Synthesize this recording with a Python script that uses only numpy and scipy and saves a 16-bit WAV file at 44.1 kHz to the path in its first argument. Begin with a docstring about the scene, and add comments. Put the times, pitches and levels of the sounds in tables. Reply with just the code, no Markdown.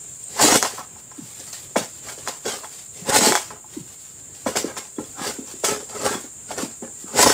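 """A sickle on a long hollow metal pole saws and scrapes at a palm's fruit stalk: stick and slip snaps fibres
in clumps and keeps pole and blade droning. Knocks excite the damped modes of the blade and shake dry fronds;
each jolt travels the pole as dispersive bending waves, a falling thump with echoes. Dry leaflets rustle in
ticks; far insects whine as clicks through narrow resonances, one nearer insect chirps three times; filtered
noise makes the quiet air. The sound is almost mono: only part of the air differs between the channels."""
import sys
import numpy as np
from scipy import signal
from scipy.fft import rfft, irfft, next_fast_len
from scipy.io import wavfile
from scipy.ndimage import uniform_filter1d

SR = 44100
rng = np.random.default_rng(int(sys.argv[2]) if len(sys.argv) > 2 else 0)


def bounce(signal):
    """Save signal as a 16-bit WAV file at the path given by the first command-line argument."""
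    frames = np.transpose(np.atleast_2d(signal))
    limited = np.clip(frames, -1, 1)
    pcm = np.round(limited * 32767).astype(np.int16)
    wavfile.write(sys.argv[1], SR, pcm)


N = 323253

# Murmur of the air, spectral shape: [f/Hz, relative level/dB per Hz]
AIR_SPECTRUM = [(15, -31), (25, -22), (43, -6), (122, 5.5), (221, -3), (429, -4.5), (493, -8), (936, -13.5),
                (3090, -16.5), (6000, -23), (7800, -45), (13200, -120)]
# Air that differs between the channels, spectral shape: [f/Hz, relative level/dB per Hz]
WIDE_SPECTRUM = [(15, -40), (25, -8), (136, -3.5), (4380, -12.5), (6050, -15), (6550, -43), (8580, -54),
                 (9550, -30), (11500, -24), (15500, -26)]
AIR_DB, HISS_DB, WIDE_DB = -52, -53.5, -60
# Resonances of the insect chorus: [f/Hz, width/Hz, relative level/dB]
INSECT_BANDS = [(6765, 220, -8), (7167, 390, 0.5), (7366, 164, -2), (7730, 130, -9), (8390, 390, -6),
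                (9190, 870, -10)]
# Course of the chorus: [t/s, level/dB]
CHORUS_LEVEL = [(0, -38.5), (.4, -38.5), (.8, -42), (1.16, -43), (1.43, -41), (3.1, -40.5), (3.5, -43),
                (4.7, -41.5), (6.04, -38), (6.35, -39.5), (7.33, -38)]
# Chirps of one nearer insect: [t/s, peak level/dB, f/Hz]
NEAR_CHIRPS = [(0.237, -25.5, 8460), (0.265, -34, 8330), (0.279, -29.5, 8340)]
# Dry fronds stirred by the pole, course: [t/s, level/dB]
RUSTLE_LEVEL = [(0, -49), (.2, -50), (.3, -43.5), (.8, -41), (.92, -66), (1.0, -46), (1.08, -71),
                (1.18, -52), (1.27, -40.5), (1.52, -40), (1.7, -47.5), (2.0, -47), (2.4, -45),
                (2.76, -44.5), (2.9, -50), (3.45, -48), (3.62, -77), (3.72, -47), (3.87, -45.5),
                (4.05, -46.5), (4.3, -57.5), (4.43, -47), (4.93, -56), (5.05, -40), (5.14, -50),
                (5.35, -47), (5.43, -52), (5.58, -45.5), (5.87, -52), (6.22, -41.5), (6.38, -69),
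                (6.68, -46), (6.8, -59), (7.02, -47.5), (7.33, -48)]
# Dry leaflets, spectral shape: [f/Hz, relative level/dB per Hz]
LEAF_SPECTRUM = [(500, -4), (900, -6.5), (2000, -7.5), (4000, -4.5), (6000, -4.5), (8000, 4), (10000, -6.5),
                 (13000, -12), (16000, -5.5)]
# Jolts down the pole: [t/s, peak level/dB, strongest f/Hz, path along the pole/m]
JOLTS = [(.429, -18, 824, 27), (.444, -11, 400, 9), (0.521, -12, 277, 9), (0.55, -14, 375, 9),
         (1.182, -27, 273, 42), (1.22, -34.5, 164, 42), (1.71, -40.5, 487, 9), (1.759, -9.5, 547, 10.6),
         (1.766, -16, 225, 11.2), (1.81, -30.5, 142, 14), (2.178, -33.5, 423, 8.5),
         (2.458, -16.5, 480, 9.8), (2.635, -28, 890, 9.3), (3.022, -31.5, 152, 11.3), (3.164, -29, 844, 9),
         (3.214, -16, 256, 9), (3.27, -9, 296, 9), (3.312, -14, 355, 9), (3.768, -22, 286, 34),
         (3.802, -32.5, 156, 37), (3.835, -46, 130, 41), (4.463, -14, 695, 9.5), (4.465, -18, 235, 18),
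         (4.556, -18.5, 452, 9), (4.645, -13, 318, 9), (4.72, -32.5, 434, 7), (4.985, -17, 304, 9),
         (5.214, -23, 231, 9.4), (5.387, -24, 284, 9), (5.539, -32, 312, 9), (5.638, -13.5, 490, 9),
         (5.684, -22.5, 392, 9), (5.948, -33, 460, 9.3), (6.152, -20, 295, 9), (6.242, -32, 310, 9),
         (6.507, -21.5, 693, 10.5), (6.578, -21.5, 470, 7.4), (6.63, -16.5, 287, 9), (6.825, -25, 268, 9),
         (7.044, -29.5, 235, 9), (7.262, -8.5, 830, 9.6)]
FAR_OCTAVES, NEAR_OCTAVES, NARROWING_M = 0.38, 1.21, 8.3  # a jolt loses bandwidth on its way
# Modes of the blade: [f/Hz, relative level/dB, t60/s]
BLADE_MODES = [(755, -0.5, 0.037), (859.5, -4.5, 0.069), (1035, -3, 0.053), (1308, -2, 0.03),
               (1490, -13, 0.052), (1610, -14, 0.15), (1780, -13.5, 0.12), (2253, -12.5, 0.093),
               (3370, 0, 0.079), (4740, -17, 0.096), (5360, 0, 0.11)]
# Steel meets wood: [t/s, clack level/dB, level/dB of the tick at nearly the same instant,
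# low modes level/dB, favoured f/Hz, upper modes level/dB, favoured f/Hz];
# tick and modes are relative to the clack
BLOWS = [(.394, -11.5, -4, 1, 870, -8, 5000), (0.6268, -2.5, 5, -9.5, 865, -11, 1980),
         (.648, -12, -8, -5, 890, -17, 3430), (.779, -28, -11, 4, 1090, -11, 2250),
         (.806, -33, -10, 7, 870, -15, 3170), (.96, -39, 1, 1.5, 869, -6, 4530),
         (1.115, -33.5, -2, -1.5, 1130, -12, 4800), (1.4, -42, 22, -21, 900, -12, 5000),
         (1.477, -34, 9, -6, 703, -14, 4750), (1.529, -34, 13, -18, 1510, -16, 3570),
         (1.76, -8.5, -16, -4, 805, -2, 2250), (1.765, -9.5, -6, -10, 1027, -10, 2270),
         (2.086, -29, 9, 2, 1630, 9.5, 2100), (2.187, -47, 4, -13, 727, -10, 2360),
         (2.275, -10.5, -3, -9, 875, -16, 3080), (2.455, -24, 7, -2, 743, -3, 3590),
         (2.645, -22.5, -11, -5, 845, -11, 3930), (3.322, -2, -3, -11, 880, -7, 2180),
         (3.353, 0, -1, -12, 870, -16, 3760), (3.374, -9, -9, -34, 867, -4, 2250),
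         (3.505, -25, -11, 1.5, 980, -13, 1960), (3.64, -43.5, -8, 7, 855, -8, 2500),
         (4.466, -15, -17, -1, 732, 1, 2140), (4.557, -14, -11, -2, 732, 3, 2260),
         (4.767, -22.5, 1, 0.5, 1090, -12, 3330), (4.963, -44, 8, -22, 738, 1, 3400),
         (4.985, -27.5, -9, 3, 930, -7, 2170), (5.041, -35, 9, -15, 1440, -6, 3250),
         (5.475, -39, 16, 1, 966, -4, 5550), (5.643, -10, 0, -9, 1110, 1, 2450),
         (6.145, -19.5, -10, -22, 1310, -8, 3340), (6.513, -23, -10, -6, 738, 0, 2100),
         (6.582, -28, 11, -13, 721, -2, 2420), (6.824, -34.5, -8, 5, 754, -10, 2250),
         (7.272, -7.5, -8, -6, 743, -2.5, 5500), (7.3, -4, -11, -11, 872, -12, 4820)]
FRONDS_DB, FRONDS_T60_S = -21, 0.091  # shaken fronds, level relative to the clack
# Snapping fibres and shaken fronds, spectral shape: [f/Hz, relative level/dB per Hz]
CRACKLE_SPECTRUM = [(710, 0), (1200, -10.5), (1320, -11), (1790, -2), (2560, -2.5), (2830, -1), (4000, -2),
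                    (4650, 1), (5840, 0.5), (7740, 5.5), (10100, -7.5), (14800, -14), (16000, -5)]
CRACKLE_PER_S, CRACKLE_SPREAD_DB = 9000, 1.5
# Resonances of the hollow pole: [f/Hz, width/Hz, relative level/dB]
POLE_MODES = [(82, 20, -14), (140, 78, -5), (238.5, 42, -3.5), (283, 108, 1), (418.5, 42, 4),
              (518.4, 70, 2.5)]
# Three hard pulls through the stalk, one list each:
# [t/s, crackle level/dB, pole drone level/dB, rasp level/dB], the last two relative to the crackle
HARD_PULLS = [
    [(0.33, -46, 1, -8), (0.4, -27, 1, 11), (0.424, -13.5, 2.5, -3.5), (0.5, -20.5, -2.5, 0),
     (0.556, -17, 3.5, 4.5), (0.586, -24, -8, -15), (0.618, -31.5, -5, -3), (0.626, -30, -6, -3),
     (0.64, -27, 1, -1), (0.658, -27, -6, 6.5), (0.7, -36, -12, -4), (0.74, -40.5, 9, 4.5),
     (0.76, -41, -3, -6)],
    [(3.04, -57.5, 11, 8.5), (3.098, -24, 8.5, 1), (3.12, -35.5, -6, 14.5), (3.128, -24, 3, 5.5),
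     (3.168, -16.5, 0.5, 0), (3.188, -16, 2, -11), (3.2, -23.5, 2, 3.5), (3.272, -16, -2.5, -2),
     (3.342, -28.5, -7, -4), (3.356, -26.5, -13, 6.5), (3.412, -34, -27, -5), (3.46, -43, -23, -19),
     (3.49, -44, -23, -6)],
    [(7.08, -52.5, 5, 6.5), (7.128, -45.5, 13.5, 5), (7.188, -18.5, 1.5, 5), (7.21, -17, 3, 0),
     (7.218, -12.5, -4, -1.5), (7.254, -21, 4.5, -2), (7.264, -19, 11.5, 4), (7.276, -17.5, 6, 0.5),
     (7.33, -23, 0, 1)],
]
# Lighter scrapes: [t at full strength/s, swell/s, hold/s, crackle level/dB, pole drone level/dB,
# rasp level/dB], the last two relative to the crackle
LIGHT_SCRAPES = [(.785, 0.02, 0.034, -53, 11.5, 17), (.989, .03, 0, -54, -8, 5),
                 (1.113, .01, 0.13, -60, 3, 10), (1.398, 0.024, 0, -46, 5.5, -22),
                 (1.53, .002, 0, -34, -31, -32), (1.773, 0.022, 0.0095, -26, -3, -1),
                 (2.097, 0.079, 0, -34.5, -5.5, -2), (2.185, 0.011, 0, -46.5, 5, 2),
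                 (2.285, 0.045, 0, -32.5, 1.5, 2), (2.463, 0.026, 0.079, -32.5, 3.5, 4),
                 (2.64, 0.012, 0, -42.5, 6, -1), (2.791, 0.052, 0, -43, -24, -25),
                 (2.962, 0.04, 0.042, -47, -3, -17), (3.51, .01, 0.023, -58, 16.5, 20),
                 (3.701, .002, 0, -53, -20, -18), (4.35, .012, 0, -44.5, -18, -20),
                 (4.473, 0.02, 0, -29, 6, 5.5), (4.563, 0.01, 0.0061, -24.5, 2.5, -4),
                 (4.663, 0.058, 0.041, -47, 11, 11), (4.775, 0.013, 0, -33.5, -4, -1.5),
                 (4.998, 0.038, 0, -53, 26.5, 14), (5.19, 0.048, 0.054, -46.5, 11, 12.5),
                 (5.25, 0.085, 0.047, -32, 3.5, 1), (5.389, .01, 0, -58, 23, 11),
                 (5.486, 0.053, 0.028, -43, -1, -4), (5.648, 0.015, 0, -18.5, -8, -3.5),
                 (5.686, 0.01, 0.042, -34, 12, 7), (5.8, .04, 0.024, -56, 15, 1),
                 (5.9, 0.037, 0.051, -50, 9, 7), (5.953, 0.013, 0.054, -41.5, 10.5, 4),
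                 (6.053, 0.084, 0.092, -32.5, 6, 6), (6.242, 0.011, 0, -52, -6, 6),
                 (6.518, 0.068, 0, -37, 5.5, 3), (6.588, 0.028, 0.044, -34, 6, 3),
                 (6.839, 0.029, 0, -55, 26.5, 18)]
SWELL_DB = 25  # rise of a lighter scrape over its swell time
PULL_RING_DB, SCRAPE_RING_DB = -5.5, -12.5  # blade drone against rasp: hard pulls set it ringing more
# Slope outside a pull and after a scrape [dB/s]: crackle, pole drone, rasp, blade drone
SLOPES_DB_PER_S = [225, 244, 230, 204]
EDGE_HZ = 15600  # upper band limit


def amp(db):
    """Logarithmic level: 20 dB is a factor of ten in amplitude."""
    return 10 ** (np.asarray(db) / 20)


def evened(x):
    """Normalisation of power: scales to rms 1."""
    return x / np.sqrt(np.mean(x ** 2) + 1e-20)


def read(points, hz):
    """Interpolation of a spectrum over logarithmic frequency."""
    f, value = np.transpose(points)
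    return np.interp(np.log(hz + 1), np.log(f + 1), value)


def curve(table):
    """Linear interpolation in time: columns of a table at every sample."""
    s, *columns = np.transpose(table)
    t = np.arange(N) / SR
    return np.array([np.interp(t, s, column) for column in columns])


def add(mix, s, sound):
    """Superposition: adds a sound to the mix from s seconds on."""
    part = mix[round(s * SR):][:len(sound)]
    part += sound[:len(part)]


def coloured(x, points):
    """Linear filtering: multiplies the spectrum by a curve in dB."""
    size = next_fast_len(len(x))
    gain = amp(read(points, np.fft.rfftfreq(size, 1 / SR)))
    return irfft(rfft(x, size) * gain, size)[:len(x)]


def above(x, hz):
    """Steep high-pass: attenuates what lies below hz."""
    return signal.sosfilt(signal.butter(4, hz, "high", fs=SR, output="sos"), x)


def resonate(x, hz, width):
    """Resonance: two equal peak filters in series, gain 1 at the centre."""
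    b, a = signal.iirpeak(hz, hz / width, SR)
    return signal.lfilter(b, a, signal.lfilter(b, a, x))


def snaps(per_s, spread_db):
    """Random impulses of either sign: most small, a few large."""
    size_db = spread_db * np.minimum(rng.exponential(1, N), 5)
    size = amp(size_db) * rng.choice([-1., 1.], N)
    return evened(size * (rng.random(N) < per_s / SR))


def wander(span):
    """Smoothed noise: a slow fluctuation of rms 1 that changes within span seconds."""
    size = max(int(span * SR), 2)
    return evened(uniform_filter1d(uniform_filter1d(rng.standard_normal(N), size), size))


def catches(per_s, fade_s):
    """Relaxation: the edge catches suddenly and lets go gradually, a saw-toothed chance of rms 1."""
    kicks = rng.exponential(1, N) * (rng.random(N) < per_s / SR)
    teeth = signal.lfilter([1], [1, -np.exp(-1 / (max(fade_s, .001) * SR))], kicks)
    return evened(teeth - teeth.mean())


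def shifting(x, depth_db):
    """Random modulation in time and frequency: narrow bands come and go; rms 1."""
    z = signal.stft(x, nperseg=1024, noverlap=768)[2]
    patches = rng.standard_normal(z.shape[::-1])
    patches = uniform_filter1d(uniform_filter1d(patches, size=12, axis=0), size=2, axis=1)
    z = z * amp(depth_db * evened(patches).T)
    return evened(signal.istft(z, nperseg=1024, noverlap=768)[1][:len(x)])


def air():
    """Broadband noise: a low murmur of breeze and distance that swells a little, and a thin high hiss."""
    murmur = shifting(coloured(rng.standard_normal(N), AIR_SPECTRUM), depth_db=1.2)
    murmur = murmur * amp(AIR_DB + 2.0 * wander(0.073))
    hiss_spectrum = [(6000, -30), (9000, -5.0), (12500, -2.0), (15000, 9.0)]  # f/Hz, level/dB
    hiss = coloured(rng.standard_normal(N), hiss_spectrum)
    return murmur + amp(HISS_DB) * shifting(hiss, depth_db=1.7)


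def wide_air():
    """Antiphase noise: the part of the air by which the channels differ."""
    return amp(WIDE_DB) * evened(coloured(rng.standard_normal(N), WIDE_SPECTRUM))


def grove(x):
    """Multiple scattering: trunks and fronds return a short, sparse tail."""
    t = np.arange(SR // 3) / SR
    taps = rng.choice([-1., 1.], len(t)) * (rng.random(len(t)) < .05)
    taps = taps * amp(-60 * t / 0.26) * (t > .008)  # t60 0.26 s, first returns after 8 ms
    return signal.oaconvolve(x, taps / np.linalg.norm(taps))[:N]


def insects():
    """Excited resonance: many far wings click into a few narrow bands; a near insect chirps, falling."""
    clicks = snaps(12000, 2.0) * amp(0.32 * wander(0.0047))
    song = sum(amp(db) * evened(resonate(clicks, hz, width)) for hz, width, db in INSECT_BANDS)
    out = amp(curve(CHORUS_LEVEL)[0] + 0.16 * wander(0.031)) * evened(song)
    t = np.arange(400) / SR
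    for s, db, hz in NEAR_CHIRPS:
        tone = np.sin(2 * np.pi * hz * (1.013 * t - 1.9 * t ** 2))
        add(out, s, amp(db) * np.hanning(len(t)) * tone)
    return out


def rustle():
    """Random impacts and friction: dry leaflets tick and brush in small uneven clumps."""
    ticks = shifting(coloured(snaps(4000, 2.1), LEAF_SPECTRUM), depth_db=3.5)
    return above(amp(curve(RUSTLE_LEVEL)[0] + 2.4 * wander(0.022)) * ticks, 290)


def thumps():
    """Dispersion: high bending waves run faster, so a jolt arrives as a falling note, then its end echoes."""
    out, size, lead = np.zeros(N), 16384, .03  # lead in s leaves room for early arrivals
    hz, t = np.fft.rfftfreq(size, 1 / SR), np.arange(1500) / SR
    chatter = rng.standard_normal((len(JOLTS), len(t))) * amp(-60 * t / .045)  # edge on the fibres
    for (s, db, top_hz, metres), contact in zip(JOLTS, chatter):
        contact = np.r_[1, contact[1:] * 2.4 / max(metres, 1)]  # chatter fades on a long way
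        octaves = FAR_OCTAVES + (NEAR_OCTAVES - FAR_OCTAVES) * np.exp(-max(metres, 0) / NARROWING_M)
        band = np.exp(-(np.log2((hz + 1) / top_hz) / max(octaves, .15)) ** 2)
        travel = max(metres, 0) / 39  # group speed in the metal tube is 39 sqrt(f/Hz) m/s
        arrival = travel / np.sqrt(1.368 * top_hz)  # taken off, so this frequency lands at s
        spread = 2 * travel * np.sqrt(hz) - arrival * hz  # phase in cycles
        echo_db = -8.5 - 0.4 * metres
        paths = 0
        for k in range(4):  # direct wave and three echoes
            cycles = (1 + 0.65 * k) * spread + (lead + 0.023 * k) * hz
            paths = paths + amp(echo_db * k) * np.exp(-2j * np.pi * cycles)
        wave = irfft(band * paths * rfft(contact, size), size)[:size // 2]
        add(out, s - lead, amp(db) * wave / abs(wave).max())
    return out


def blade_ring(shades_db):
    """Modal decay: the blade after a blow is a sum of damped sines, some favoured."""
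    t = np.arange(SR // 4) / SR
    return sum(amp(db + shade - 60 * t / t60) * np.sin(2 * np.pi * hz * t)
               for (hz, db, t60), shade in zip(BLADE_MODES, shades_db))


def knocks():
    """Impact excitation: a woody clack and a steel tick, blade modes and a burst of shaken fronds."""
    out, t = np.zeros(N), np.arange(SR // 4) / SR
    modes_hz = np.transpose(BLADE_MODES)[0]
    chance_db = 1.5 * rng.standard_normal((len(BLOWS), len(BLADE_MODES)))
    fronds = evened(coloured(rng.standard_normal(N + len(t)), CRACKLE_SPECTRUM))
    clack = np.sin(2 * np.pi * 1350 * t) * np.exp(-((t - .0007) / 0.00036) ** 2)
    tick = np.sin(2 * np.pi * 6500 * t) * np.exp(-((t - .0005) / 0.00015) ** 2)
    swelling = 1 - np.exp(-t / 0.0023)  # ring and fronds build up after the contact
    for (s, db, tick_db, ring_db, low_hz, upper_db, upper_hz), shade_db in zip(BLOWS, chance_db):
        low_db = ring_db + 3.0 - 18 * abs(np.log2(modes_hz / low_hz))
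        high_db = upper_db - 30 * abs(np.log2(modes_hz / upper_hz))
        ring = blade_ring(shade_db + np.where(modes_hz < 2000, low_db, high_db))
        shake = amp(FRONDS_DB - 60 * t / FRONDS_T60_S) * fronds[round(s * SR):][:len(t)]
        add(out, s, amp(db) * (clack + amp(tick_db) * tick + swelling * (ring + shake)))
    return above(out, 293)


def effort():
    """Superposed strokes: gains of crackle, pole drone, rasp and blade drone over all pulls and scrapes."""
    t, gains = np.arange(N) / SR, np.zeros((len(SLOPES_DB_PER_S), N))
    slopes = np.c_[SLOPES_DB_PER_S]
    for table in HARD_PULLS:
        db, pole_db, rasp_db = curve(table)
        outside = np.maximum(np.maximum(table[0][0] - t, t - table[-1][0]), 0)  # s before or after
        layers_db = np.array([0 * db, pole_db, rasp_db, rasp_db + PULL_RING_DB])
        gains += amp(db - slopes * outside + layers_db)
    for s, swell, hold, db, pole_db, rasp_db in LIGHT_SCRAPES:
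        at = slice(max(round((s - .4) * SR), 0), round((s + .6) * SR))
        since = t[at] - s
        rise_db = np.minimum(SWELL_DB * since / max(swell, .001), 0)
        fall_db = slopes * np.maximum(since - max(hold, 0), 0)
        layers_db = np.c_[[0, pole_db, rasp_db, rasp_db + SCRAPE_RING_DB]]
        gains[:, at] += amp(db + rise_db - fall_db + layers_db)
    return gains


def scrape():
    """Stick and slip: fibres snap under the edge in clumps while pole and blade are kept droning."""
    strokes = effort() * amp(1.51 * catches(110, fade_s=.012))
    crackle_gain, pole_gain, rasp_gain, ring_gain = strokes
    crackle = coloured(snaps(CRACKLE_PER_S, CRACKLE_SPREAD_DB), CRACKLE_SPECTRUM)
    thick_fibres = evened(coloured(snaps(120, 1.34), CRACKLE_SPECTRUM))  # these break singly
    crackle = shifting(crackle, depth_db=4.0) + amp(-11) * thick_fibres
    slips = snaps(900, 3.8) * amp(1.9 * wander(0.0063))
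    pole = sum(amp(db) * evened(resonate(slips, hz, width)) for hz, width, db in POLE_MODES)
    bites = snaps(1200, 0.83)
    b, a = signal.butter(N=2, Wn=[600, 1600], btype="band", fs=SR)
    rasp = shifting(signal.lfilter(b, a, bites + 1.54 * snaps(4000, 4.7)), depth_db=5.5)
    shades_db = -30 * abs(np.log2(np.transpose(BLADE_MODES)[0] / 867))  # modes near 867 Hz favoured
    ring = evened(signal.oaconvolve(bites, blade_ring(shades_db))[:N])
    bright = amp(3.0) * crackle_gain * crackle
    bright = bright + amp(-5.0) * rasp_gain * rasp + ring_gain * ring
    return above(bright, 462) + above(amp(-5.5) * pole_gain * evened(pole), 33)


def scene():
    """Mid and side: work and insects reach both channels alike; only the air is wide."""
    blows = knocks() + thumps()
    mid = scrape() + rustle() + blows + amp(-12.0) * grove(blows) + insects() + air()
    side = wide_air()
    return np.array([mid + side, mid - side])


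def record(dry):
    """Clipping and band limitation: peaks beyond full scale are cut, then a low-pass follows."""
    clipped = np.clip(dry, -1, 1)
    low_pass = signal.firwin(511, EDGE_HZ, window=("kaiser", 9), fs=SR)
    return signal.oaconvolve(clipped, low_pass[None], "same")


dry = scene()
out = record(dry)
bounce(out)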